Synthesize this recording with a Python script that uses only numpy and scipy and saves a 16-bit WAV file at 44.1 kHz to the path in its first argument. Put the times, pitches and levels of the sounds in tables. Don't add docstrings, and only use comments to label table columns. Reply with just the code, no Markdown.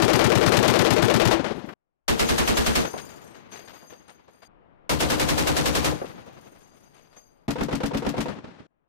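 import sys
import numpy as np
from scipy import signal
from scipy.fft import rfft, irfft, next_fast_len
from scipy.io import wavfile

SR = 44100
rng = np.random.default_rng(int(sys.argv[2]) if len(sys.argv) > 2 else 0)


def generate_wav(sig):
    pcm = np.round(np.clip(np.atleast_2d(sig).T, -1, 1) * 32767).astype(np.int16)
    wavfile.write(sys.argv[1], SR, pcm)


N = 391608
TIME = np.arange(N) / SR


def from_db(db):
    return 10 ** (np.asarray(db) / 20)


def gain_at(points, hz):
    table = np.array(points)
    return from_db(np.interp(np.log(hz + 1), np.log(table[:, 0]), table[:, 1]))


def pan(left_db):
    return from_db([[0], [-left_db]])


def dying(t60, rise_s=0.00045):
    t = np.arange(int(t60 * SR)) / SR
    return from_db(-60 * t / t60) * (1 - np.exp(-t / rise_s))


def ragged(samples, spread_db, count):
    clumps = from_db(spread_db * np.clip(rng.normal(size=count), -2, 2))
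    clumps /= np.sqrt(np.mean(clumps ** 2))
    return np.interp(np.arange(samples), np.linspace(0, samples, count), clumps)


def add(out, s, sound):
    at = round(s * SR)
    first, last = max(at, 0), min(at + sound.shape[-1], N)
    if last > first:
        out[:, first:last] += sound[..., first - at:last - at]


def one_pole(x, hz, kind="low"):
    return signal.sosfilt(signal.butter(1, hz, kind, fs=SR, output="sos"), x)


def noise(colour, likeness, corner_hz=20000, size=65536, air_hz=40000):
    hz = np.fft.rfftfreq(size, 1 / SR)
    shape = gain_at(colour, hz) / np.hypot(1, hz / corner_hz) * np.exp(-(hz / air_hz) ** 2)
    alike = np.clip(likeness, -.98, .98) / (1 + (hz / 2600) ** 2)
    left, other = np.exp(2j * np.pi * rng.random((2, len(hz))))
    right = alike * left + np.sqrt(1 - alike ** 2) * other
    x = irfft(shape * np.array([left, right]))
    return x / x.std()


def excerpt(loop, count, start=0):
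    return np.take(loop, np.arange(count) + int(start * loop.shape[1]), axis=1, mode="wrap")


def times_of(rounds):
    return [s for s, _ in rounds]


def arrival(delay, t60, blur, rise_s=0.0022, crack_db=-5, crack_s=0.003):
    fade = dying(t60, rise_s + blur * abs(delay))
    return fade * (1 + from_db(crack_db) * np.exp(-TIME[:len(fade)] / crack_s))


def blasts(rounds, paths, colour, likeness, repeat, blur=0.0063, steady_hz=2200, uneven_db=2.5):
    out = np.zeros((2, N))
    for delay, level_db, t60, bass_hz, treble_hz, left_db in paths:
        air_hz = 5200 / np.sqrt(abs(delay) + t60 / 8)
        loop = one_pole(noise(colour, likeness, treble_hz, air_hz=air_hz), bass_hz, "high")
        fade = from_db(level_db) * pan(left_db) * arrival(delay, t60, blur)
        length = fade.shape[1]
        fade *= ragged(length, 4.5 * min(t60, 1), count=2 + int(t60 * 60))
        steady = one_pole(loop, steady_hz)
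        pattern = np.sqrt(repeat) * excerpt(steady, length)
        loose = loop - (1 - np.sqrt(1 - repeat)) * steady
        for s, crack_db in rounds:
            strength = from_db(crack_db if delay == 0 else uneven_db * rng.normal())
            roar = pattern + excerpt(loose, length, rng.random())
            add(out, s + delay, strength * fade * ragged(length, spread_db=1, count=60) * roar)
    return out


def booms(rounds, tones, polarity, lag_s=0, spread_db=1, detune=.008):
    out = np.zeros((2, N))
    for delay, hz, level_db, t60, left_db in tones:
        fade = dying(t60, rise_s=0.0019) * pan(left_db) * [[1], [polarity]]
        t = TIME[:fade.shape[1]] - [[0], [lag_s]]
        for s in times_of(rounds):
            louder, higher = rng.normal(size=2)
            swing = np.sin(2 * np.pi * hz * (1 + detune * higher) * t)
            add(out, s + delay, from_db(level_db + spread_db * louder) * fade * swing)
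    return out


# multiple of its centre frequency, density in dB.
SNAP_BAND = [(.08, -20), (.5, 1), (1, 3), (2, -10), (6, -30)]

def snaps(rounds, table, uneven_db=1.0):
    out = np.zeros((2, N))
    for delay, db, t60, hz, left_db in table:
        loop = noise([(hz * multiple, level) for multiple, level in SNAP_BAND], .3, size=16384)
        fade = dying(t60, rise_s=0.00013) * pan(left_db)
        for s, crack_db in rounds:
            strength = from_db(db + crack_db + uneven_db * rng.normal())
            add(out, s + delay, strength * fade * excerpt(loop, fade.shape[1], rng.random()))
    return out


def dull_knocks(times, knocks, left_db=4.0, rise_s=0.0026):
    out = np.zeros((2, N))
    for delay, db, t60, hz in knocks:
        band = [(hz / 5, -20), (hz / 1.3, -1), (hz, 0), (hz * 1.4, -4), (hz * 3, -20), (hz * 16, -54)]
        loop, fade = noise(band, -0.32, size=32768), dying(t60, rise_s)
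        for s in times:
            add(out, s + delay, from_db(db) * fade * excerpt(loop, len(fade), rng.random()))
    return out * pan(left_db)


# start in seconds, crack level in dB.
FAR_ROUNDS = [(-.089, -1.5), (.0214, 0), (.1323, 0), (.242, 0.5), (.3529, -1), (.4614, 0.5), (.5685, 0),
              (.679, 2), (.7902, 1), (.9052, 0.5), (1.023, 0.5), (1.1396, -2), (1.2523, -1.5)]
# delay in seconds, level in dB,
# t60 in seconds, bass and treble corners in Hz, left lead in dB.
FAR_PATHS = [(0, 0.5, 0.13, 140, 3310, 29.5), (.022, -8, 0.085, 40, 7040, 21),
             (.058, -2, 0.14, 300, 2600, 27), (.078, 0.5, 0.082, 220, 2246, 27),
             (.14, -25, 0.13, 150, 2215, 20), (.19, -16.5, 0.35, 400, 2500, 23),
             (.254, -17, 0.09, 120, 2440, 26), (.1, -29.5, 1.8, 90, 2200, 23)]
# frequency in Hz, density in dB.
FAR_COLOUR = [(25, -39), (70, -5), (130, -10.5), (190, -1), (300, -5.5), (480, -3.5), (800, -7),
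              (1500, -13), (3000, -15), (6000, -17), (15000, -25.5)]
# delay in seconds, pitch in Hz, level in dB, t60 in seconds, left lead in dB.
FAR_BOOM = [(.009, 118, 1, 0.095, 27), (0, 409, 0, 0.051, 25), (0.018, 221, -3.5, 0.099, 20),
            (.033, 382, -1.5, 0.06, 24), (0.058, 451.5, 2.5, 0.1, 28), (.06, 603, -4, 0.12, 26.5),
            (.074, 331.6, -3, 0.15, 28)]
# delay in seconds, level in dB, t60 in seconds,
# centre in Hz, left lead in dB.
FAR_SNAPS = [(-.002, -20, .03, 8000, 15.5), (.0015, -6.5, 0.025, 6000, 22), (.021, 2, .008, 1407, 25),
             (0.028, -20.5, 0.033, 8940, 20), (.055, -20, 0.0064, 8000, 20.5),
             (.0605, -6, 0.009, 3950, 26.5), (0.077, -2, 0.0062, 2970, 28)]
# delay in seconds, level in dB, t60 in seconds, centre in Hz.
FAR_ECHOES = [(.141, -16, 0.076, 290.4), (.19, -29.5, .08, 280), (.254, -13.5, .08, 290),
              (0.294, -27.5, .1, 280), (0.323, -24.5, 0.092, 270), (.389, -28.5, .06, 280),
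              (0.418, -30.5, .16, 260)]

def far_gun():
    report = blasts(FAR_ROUNDS, FAR_PATHS, FAR_COLOUR, likeness=-0.4, repeat=.9, blur=0.0037)
    boom = booms(FAR_ROUNDS, FAR_BOOM, polarity=-1)
    echoes = dull_knocks(times_of(FAR_ROUNDS), FAR_ECHOES, left_db=23.0)
    return report + boom + snaps(FAR_ROUNDS, FAR_SNAPS) + echoes


# start in seconds, left and right overload ceilings in dB, rumble in dB.
PLACES = [(0, -13, -22.5, -78.5), (1.738, -18.5, -16.5, -80.5), (4.478, -17.5, -18, -53),
          (4.885, -19, -17.5, -59), (7.47, -21.5, -16, -72.5), (8.668, -18, -19, -78),
          (8.705, -18, -19, -70.5)]

def by_place():
    table = np.array(PLACES)
    row = np.searchsorted(table[:, 0], TIME, side="right") - 1
    return from_db(table[row, 1:]).T


# frequency in Hz, density in dB.
RUMBLE = [(25, 6), (70, -11.5), (150, -4.5), (350, -6.5), (700, -7.5), (1400, -15.5), (3000, -27.5),
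          (6000, -54), (15000, -74.5)]

def rumble():
    return by_place()[2] * pan(8) * excerpt(noise(RUMBLE, -0.59, size=131072), N)


def metal_ring(modes, detune, spread_db, tumble_hz=32, flutter=0.57):
    t = TIME[:SR // 3]
    out = np.zeros((2, len(t)))
    for hz, db, t60 in modes:
        higher, louder, right, faster, facing = rng.normal(size=5)
        fade = from_db(db + spread_db * louder - 60 * t / t60)
        ring = fade * np.sin(2 * np.pi * hz * (1 + detune * higher) * t)
        turning = 1 + flutter * np.sin(2 * np.pi * (tumble_hz * 2 ** (faster / 2) * t + facing))
        out += np.outer([1, .7 * (right - 1)], ring * turning)
    return out


# pitch in Hz, level in dB, t60 in seconds.
LINK_MODES = [(4820, -6.5, 0.39), (6320, -3.5, 0.24), (6470, -1.5, 0.22), (8740, -11, 0.18),
              (8840, -7, 0.17), (10500, -19.5, 0.18), (11450, -10, 0.18), (11900, -11, .18),
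              (14100, -15.5, 0.16), (14850, -16, .16)]

def links(touches, count=20):
    out = np.zeros((2, N))
    rings = [metal_ring(LINK_MODES, detune=.012, spread_db=6) for _ in range(count)]
    for s, db in touches:
        add(out, s, from_db(db) * rings[rng.integers(count)])
    return out * pan(12)


# start and length in seconds, level of a touch in dB.
BELT_SHAKES = [(1.297, 0.073, -65.5), (2.194, 0.57, -39.5), (3.513, 0.28, -54.5), (4.08, 0.017, -70),
               (4.3, .05, -64), (4.42, .04, -63), (5.0, 0.84, -45), (6.25, 0.95, -65.5)]

def shake_db(t, rise_db_per_s=598, settle_db_per_s=52):
    return np.max([db - rise_db_per_s * np.maximum(s - t, 0)
                   - settle_db_per_s * np.maximum(t - s - length, 0)
                   for s, length, db in BELT_SHAKES], axis=0)


# frequency in Hz, density in dB.
SCRAPE = [(500, -8.5), (2500, -7), (4300, -7.5), (4900, 3), (5500, -10), (6400, 5), (7600, -12.5),
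          (8900, -0.5), (9800, -10.5), (11700, 1), (13000, -12.5), (15000, -7.5)]

def belt(rounds, touches_per_s=67, scrape_db=-5, ring_db=-16.5, bounce_s=0.02, bounce_loss_db=5):
    thrown = [(s + 0.032, -45) for s in times_of(rounds)]
    landed = [(s + swell_s / 2 + k * bounce_s, db + ring_db - k * bounce_loss_db)
              for s, db, swell_s, *_ in CLINKS for k in range(4)]
    times = np.arange(0, TIME[-1] - 1, 1 / touches_per_s)
    times += rng.random(len(times)) / touches_per_s
    swinging = list(zip(times, shake_db(times)))
    rubbing = ragged(N, spread_db=3, count=800) * excerpt(noise(SCRAPE, -0.074), N)
    scrape = from_db(shake_db(TIME) + scrape_db) * rubbing
    return links(thrown + landed + swinging) + scrape * pan(11.9)


# start in seconds, level in dB.
CASE_DROPS = [(1.439, -48.5), (1.551, -55.5), (1.66, -54), (2.85, -37.5), (2.93, -48), (2.976, -43.5),
              (3.05, -42.5), (3.14, -58), (3.24, -49), (3.339, -69), (5.93, -45), (6.06, -56), (6.26, -53),
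              (6.35, -59), (6.41, -54), (6.48, -58), (6.55, -57), (6.605, -57), (6.69, -71), (6.77, -59)]
# pitch in Hz, level in dB, t60 in seconds.
CASE_MODES = [(5650, -10, .22), (6030, -9.5, 0.22), (6200, -12, 0.24), (7150, -7, 0.22), (8520, -8, 0.34),
              (10500, -9, 0.25), (10850, -12, .2), (11300, -12.5, 0.24), (12200, -17, 0.2),
              (12700, -19, 0.2), (14000, -19, .2), (14800, -13, .2)]
# frequency in Hz, density in dB.
CASE_GRATE = [(500, -23), (3000, 1), (7000, 8), (9500, -11), (11500, -4), (15000, 4)]

def spent_cases(bounces=4, bounce_s=.045, bounce_loss_db=2.5, grate_db=-2):
    out, grating = np.zeros((2, N)), noise(CASE_GRATE, 0)
    tick = from_db(grate_db) * dying(t60=.05)
    for s, db in CASE_DROPS:
        ring = metal_ring(CASE_MODES, detune=0.0088, spread_db=4)
        gaps = bounce_s * (.5 + rng.random(bounces))
        for k in range(bounces):
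            at, contact = s + gaps[:k].sum(), from_db(db - k * bounce_loss_db)
            add(out, at, contact * ring)
            add(out, at, contact * tick * excerpt(grating, len(tick), rng.random()))
    return out * pan(12.6)


# start in seconds, level in dB, t60 in seconds, centre in Hz.
KNOCKS = [(1.576, -39, 0.042, 1300), (1.687, -29.5, 0.083, 1500), (3.525, -51, 0.089, 1000),
          (3.585, -46, 0.14, 600), (3.745, -46, 0.1, 900), (3.826, -43.5, 0.2, 650), (3.92, -40, 0.18, 594),
          (4.087, -44, 0.12, 796), (4.194, -49, .06, 650), (4.282, -42.5, 0.072, 650),
          (4.345, -48, .06, 650), (4.425, -44, 0.061, 650), (6.262, -41.5, .2, 647),
          (6.519, -43, 0.11, 378), (6.704, -50, 0.11, 260), (7.166, -43, 0.091, 600)]

def late_knocks():
    return dull_knocks([0], KNOCKS)


NEAR_ROUNDS = [(2.0797, -0.5), (2.1936, 1), (2.288, -0.5), (2.3798, -1), (2.475, 0), (2.569, 0),
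               (2.661, -1), (2.753, 1.5)]
NEAR_PATHS = [(0, -1.5, 0.19, 450, 8000, 9), (.014, -6, .13, 23, 2410, 4.4), (.034, -12, .17, 18, 450, 7.8),
              (0.095, -18.5, 0.069, 18, 900, 7.1), (.06, -31, 1.2, 20, 1200, 10),
              (.2, -48, 5.3, 20, 3600, 7.9)]
NEAR_COLOUR = [(25, -23), (60, -7.5), (150, -1), (330, -0.5), (550, -4), (1000, -6), (2000, -10),
               (4000, -12), (8000, -14), (15000, -22)]
NEAR_BOOM = [(0.018, 64, -6, 0.14, 24), (0.024, 240, -16, 0.24, 8.8), (0.033, 350, -11, 0.12, 11),
             (.02, 245, -15.5, 0.14, 2.7), (.032, 455, -11.5, 0.15, 17), (0.012, 42, -8, 0.088, 25),
             (0.0022, 27, -11, 0.067, 21)]
NEAR_ECHOES = [(.185, -17.5, 0.06, 602), (0.211, -24.5, 0.048, 573), (1.167, -44, .08, 523)]

def near_gun():
    report = blasts(NEAR_ROUNDS, NEAR_PATHS, NEAR_COLOUR, likeness=-0.63, repeat=0.65)
    boom = booms(NEAR_ROUNDS, NEAR_BOOM, polarity=-1, lag_s=0.00012)
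    echoes = dull_knocks(times_of(NEAR_ROUNDS), NEAR_ECHOES)
    return report + boom + echoes + bolt(NEAR_ROUNDS, level_db=-27, lead_s=.022)


# frequency in Hz, density in dB.
BOLT = [(300, -19), (1500, -11), (3000, 3.5), (5500, -2.5), (9000, -6), (15000, -9)]

def bolt(rounds, level_db, lead_s):
    out, loop = np.zeros((2, N)), noise(BOLT, 0)
    swell = np.linspace(0, 1, int(lead_s * SR))
    for s in times_of(rounds)[1:]:
        add(out, s - lead_s, from_db(level_db) * swell * excerpt(loop, len(swell), rng.random()))
    return out * pan(6.7)


# start in seconds, level in dB, swell and t60 in seconds,
# treble corner in Hz.
CLINKS = [(2.85, -23, 0.0016, 0.14, 9040), (2.976, -25.5, .001, 0.12, 9000),
          (3.088, -38, 0.0035, 0.21, 6000), (3.342, -39.5, 0.0072, 0.22, 8000),
          (3.513, -32, 0.012, 0.256, 7000), (3.552, -35.5, .008, 0.32, 6000),
          (3.674, -36.5, 0.0056, 0.26, 5000), (3.731, -36.5, 0.019, 0.32, 5000),
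          (3.895, -37.5, 0.0079, 0.19, 5000), (3.922, -42.5, 0.0033, .14, 6000),
          (4.077, -37.5, 0.0073, 0.165, 7000), (4.279, -52, .003, 0.16, 8000),
          (4.419, -38.5, .008, 0.132, 6000), (5.941, -33, .004, 0.34, 8000),
          (6.053, -34.5, 0.0068, 0.194, 8000), (6.605, -46.5, 0.005, 0.13, 7000),
          (6.765, -52, .003, 0.11, 6000), (6.931, -43.5, 0.024, 0.445, 5000),
          (7.127, -49, .004, 0.17, 9100), (7.158, -37.5, 0.015, 0.13, 3500)]
# frequency in Hz, density in dB.
CLATTER = [(60, -15), (200, -4), (600, -2.5), (1200, -4.5), (2500, -6.5), (5000, -12), (8000, -15.5),
           (11000, -34), (15000, -35.5)]

def clinks():
    out, loop = np.zeros((2, N)), noise(CLATTER, -0.24)
    for s, db, swell_s, t60, treble_hz in CLINKS:
        fade = dying(t60, swell_s)
        contacts = ragged(len(fade), spread_db=3.5, count=70)
        rattle = fade * contacts * excerpt(loop, len(fade), rng.random())
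        add(out, s, from_db(db) * one_pole(rattle, treble_hz))
    return out * pan(11.4)


SIDE_ROUNDS = [(4.893, 0), (5.0027, 0), (5.1, 0), (5.196, 0), (5.2861, 0), (5.3783, 0), (5.4699, 0),
               (5.5645, 0), (5.6561, 0), (5.75, 0), (5.844, 0)]
SIDE_PATHS = [(0, -1.5, 0.19, 360, 10600, 10.7), (.02, -8, 0.12, 15, 3300, 6.9),
              (.03, -12, 0.16, 18, 400, 8.7), (.084, -23.5, 0.19, 25, 410, 9.5),
              (.06, -37.5, 0.6, 50, 5500, 6), (.2, -45.5, 3.34, 50, 3900, 7)]
SIDE_COLOUR = [(25, -15), (70, -4.5), (150, 1), (330, -2), (550, -2.5), (1000, -6.5), (2000, -11.5),
               (4000, -13), (8000, -15.5), (15000, -24.5)]
SIDE_BOOM = [(0.014, 68.3, -10, 0.2, 22), (0.0279, 147, -12, 0.2, 8.7), (0.022, 250, -18.5, 0.23, 13),
             (0.024, 303, -10, 0.22, 17), (.02, 540, -13.5, 0.14, 18), (.012, 490, -14, 0.18, 24),
             (0.0022, 29, -16, 0.064, 18)]
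SIDE_ECHOES = [(.171, -18.5, 0.08, 516), (.197, -21.5, 0.053, 480), (.3, -42.5, .2, 220),
               (.53, -45, .14, 201.6)]

def side_gun():
    report = blasts(SIDE_ROUNDS, SIDE_PATHS, SIDE_COLOUR, likeness=-0.46, repeat=0.55)
    boom = booms(SIDE_ROUNDS, SIDE_BOOM, polarity=-1, lag_s=0.00059)
    echoes = dull_knocks(times_of(SIDE_ROUNDS), SIDE_ECHOES)
    return report + boom + echoes + bolt(SIDE_ROUNDS, level_db=-25.5, lead_s=0.021)


NEXT_ROUNDS = [(7.4806, -0.26), (7.608, 1.2), (7.7268, -0.65), (7.8335, 0.35), (7.9459, -1.3), (8.064, 1.2),
               (8.1803, -1)]
NEXT_PATHS = [(0, -5.5, 0.089, 35, 879, 8.5), (0.023, -15, 0.1, 60, 5480, 11.5),
              (.075, -22.5, 0.14, 496, 1090, 3), (.101, -23.5, 0.21, 90, 1520, 11),
              (0.205, -29, 0.054, 60, 977, 0), (.26, -36, .1, 60, 1300, -1),
              (0.418, -45, 0.066, 40, 590, -11.5), (.1, -39.5, 2.05, 90.5, 2150, 7.5)]
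NEXT_COLOUR = [(25, -24), (70, -8.5), (140, -2.5), (270, -1.5), (400, -6.5), (700, -10.5), (1500, -14),
               (3000, -16.5), (6000, -17.5), (15000, -25)]
NEXT_BOOM = [(0.00093, 222, -7.5, 0.13, 13), (.001, 142.5, -17.5, 0.066, 11.4), (.004, 281, -8, 0.16, 33),
             (.002, 38.2, -13, 0.09, 17), (.044, 149, -21, 0.099, 15), (.076, 505, -22.5, 0.086, 5.3),
             (.076, 940, -29, 0.084, 5)]
NEXT_SNAPS = [(0, -19.5, 0.013, 3010, 27), (.028, -19.5, 0.026, 6100, 14), (0.083, -40.5, .025, 3500, 4),
              (.1065, -30, 0.01, 2500, 8)]
NEXT_ECHOES = [(.075, -24.5, 0.1, 537), (0.106, -27.5, 0.079, 499)]

def next_gun():
    report = blasts(NEXT_ROUNDS, NEXT_PATHS, NEXT_COLOUR, likeness=0.076, repeat=0.67)
    boom = booms(NEXT_ROUNDS, NEXT_BOOM, polarity=1)
    echoes = dull_knocks(times_of(NEXT_ROUNDS), NEXT_ECHOES, rise_s=.0012)
    return report + boom + snaps(NEXT_ROUNDS, NEXT_SNAPS) + echoes


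def between(start_s, end_s):
    return np.clip(np.minimum(TIME - start_s, end_s - TIME) / .004, 0, 1)


def scene():
    at_far, at_near = between(-1, 1.74), between(2.0765, 4.478)
    at_side, at_next = between(4.8905, 7.474), between(7.47, 8.67)
    guns = far_gun() * at_far + near_gun() * at_near + side_gun() * at_side + next_gun() * at_next
    small_sounds = belt(NEAR_ROUNDS + SIDE_ROUNDS) + spent_cases() + late_knocks() + clinks()
    return guns + small_sounds * (at_far + at_near + at_side) + rumble()


# frequency in Hz, gain in dB.
MICROPHONE = [(20, 0.5), (60, 3), (300, 0.5), (1500, -0.5), (4000, -2), (8000, -4.5), (15000, -2)]

def record(dry, smear_hz=1800, droop_hz=24, leak_db=-17, leak_hz=2500, cutoff_hz=15150):
    ceiling = by_place()[:2]
    clipped = ceiling * np.tanh(dry / ceiling)
    excess = one_pole(dry - clipped, leak_hz, "high")
    tilted = one_pole(clipped + from_db(leak_db) * excess, droop_hz, "high")
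    pole = np.exp(-2 * np.pi * smear_hz / SR)
    smeared = signal.lfilter([-pole, 1], [1, -pole], tilted)
    size = next_fast_len(N + SR // 10)
    response = gain_at(MICROPHONE, np.fft.rfftfreq(size, 1 / SR))
    coloured = irfft(rfft(smeared, size) * response, size)[:, :N]
    return signal.sosfilt(signal.ellip(10, .2, 80, cutoff_hz, fs=SR, output="sos"), coloured)


dry = scene()
out = record(dry)
generate_wav(out)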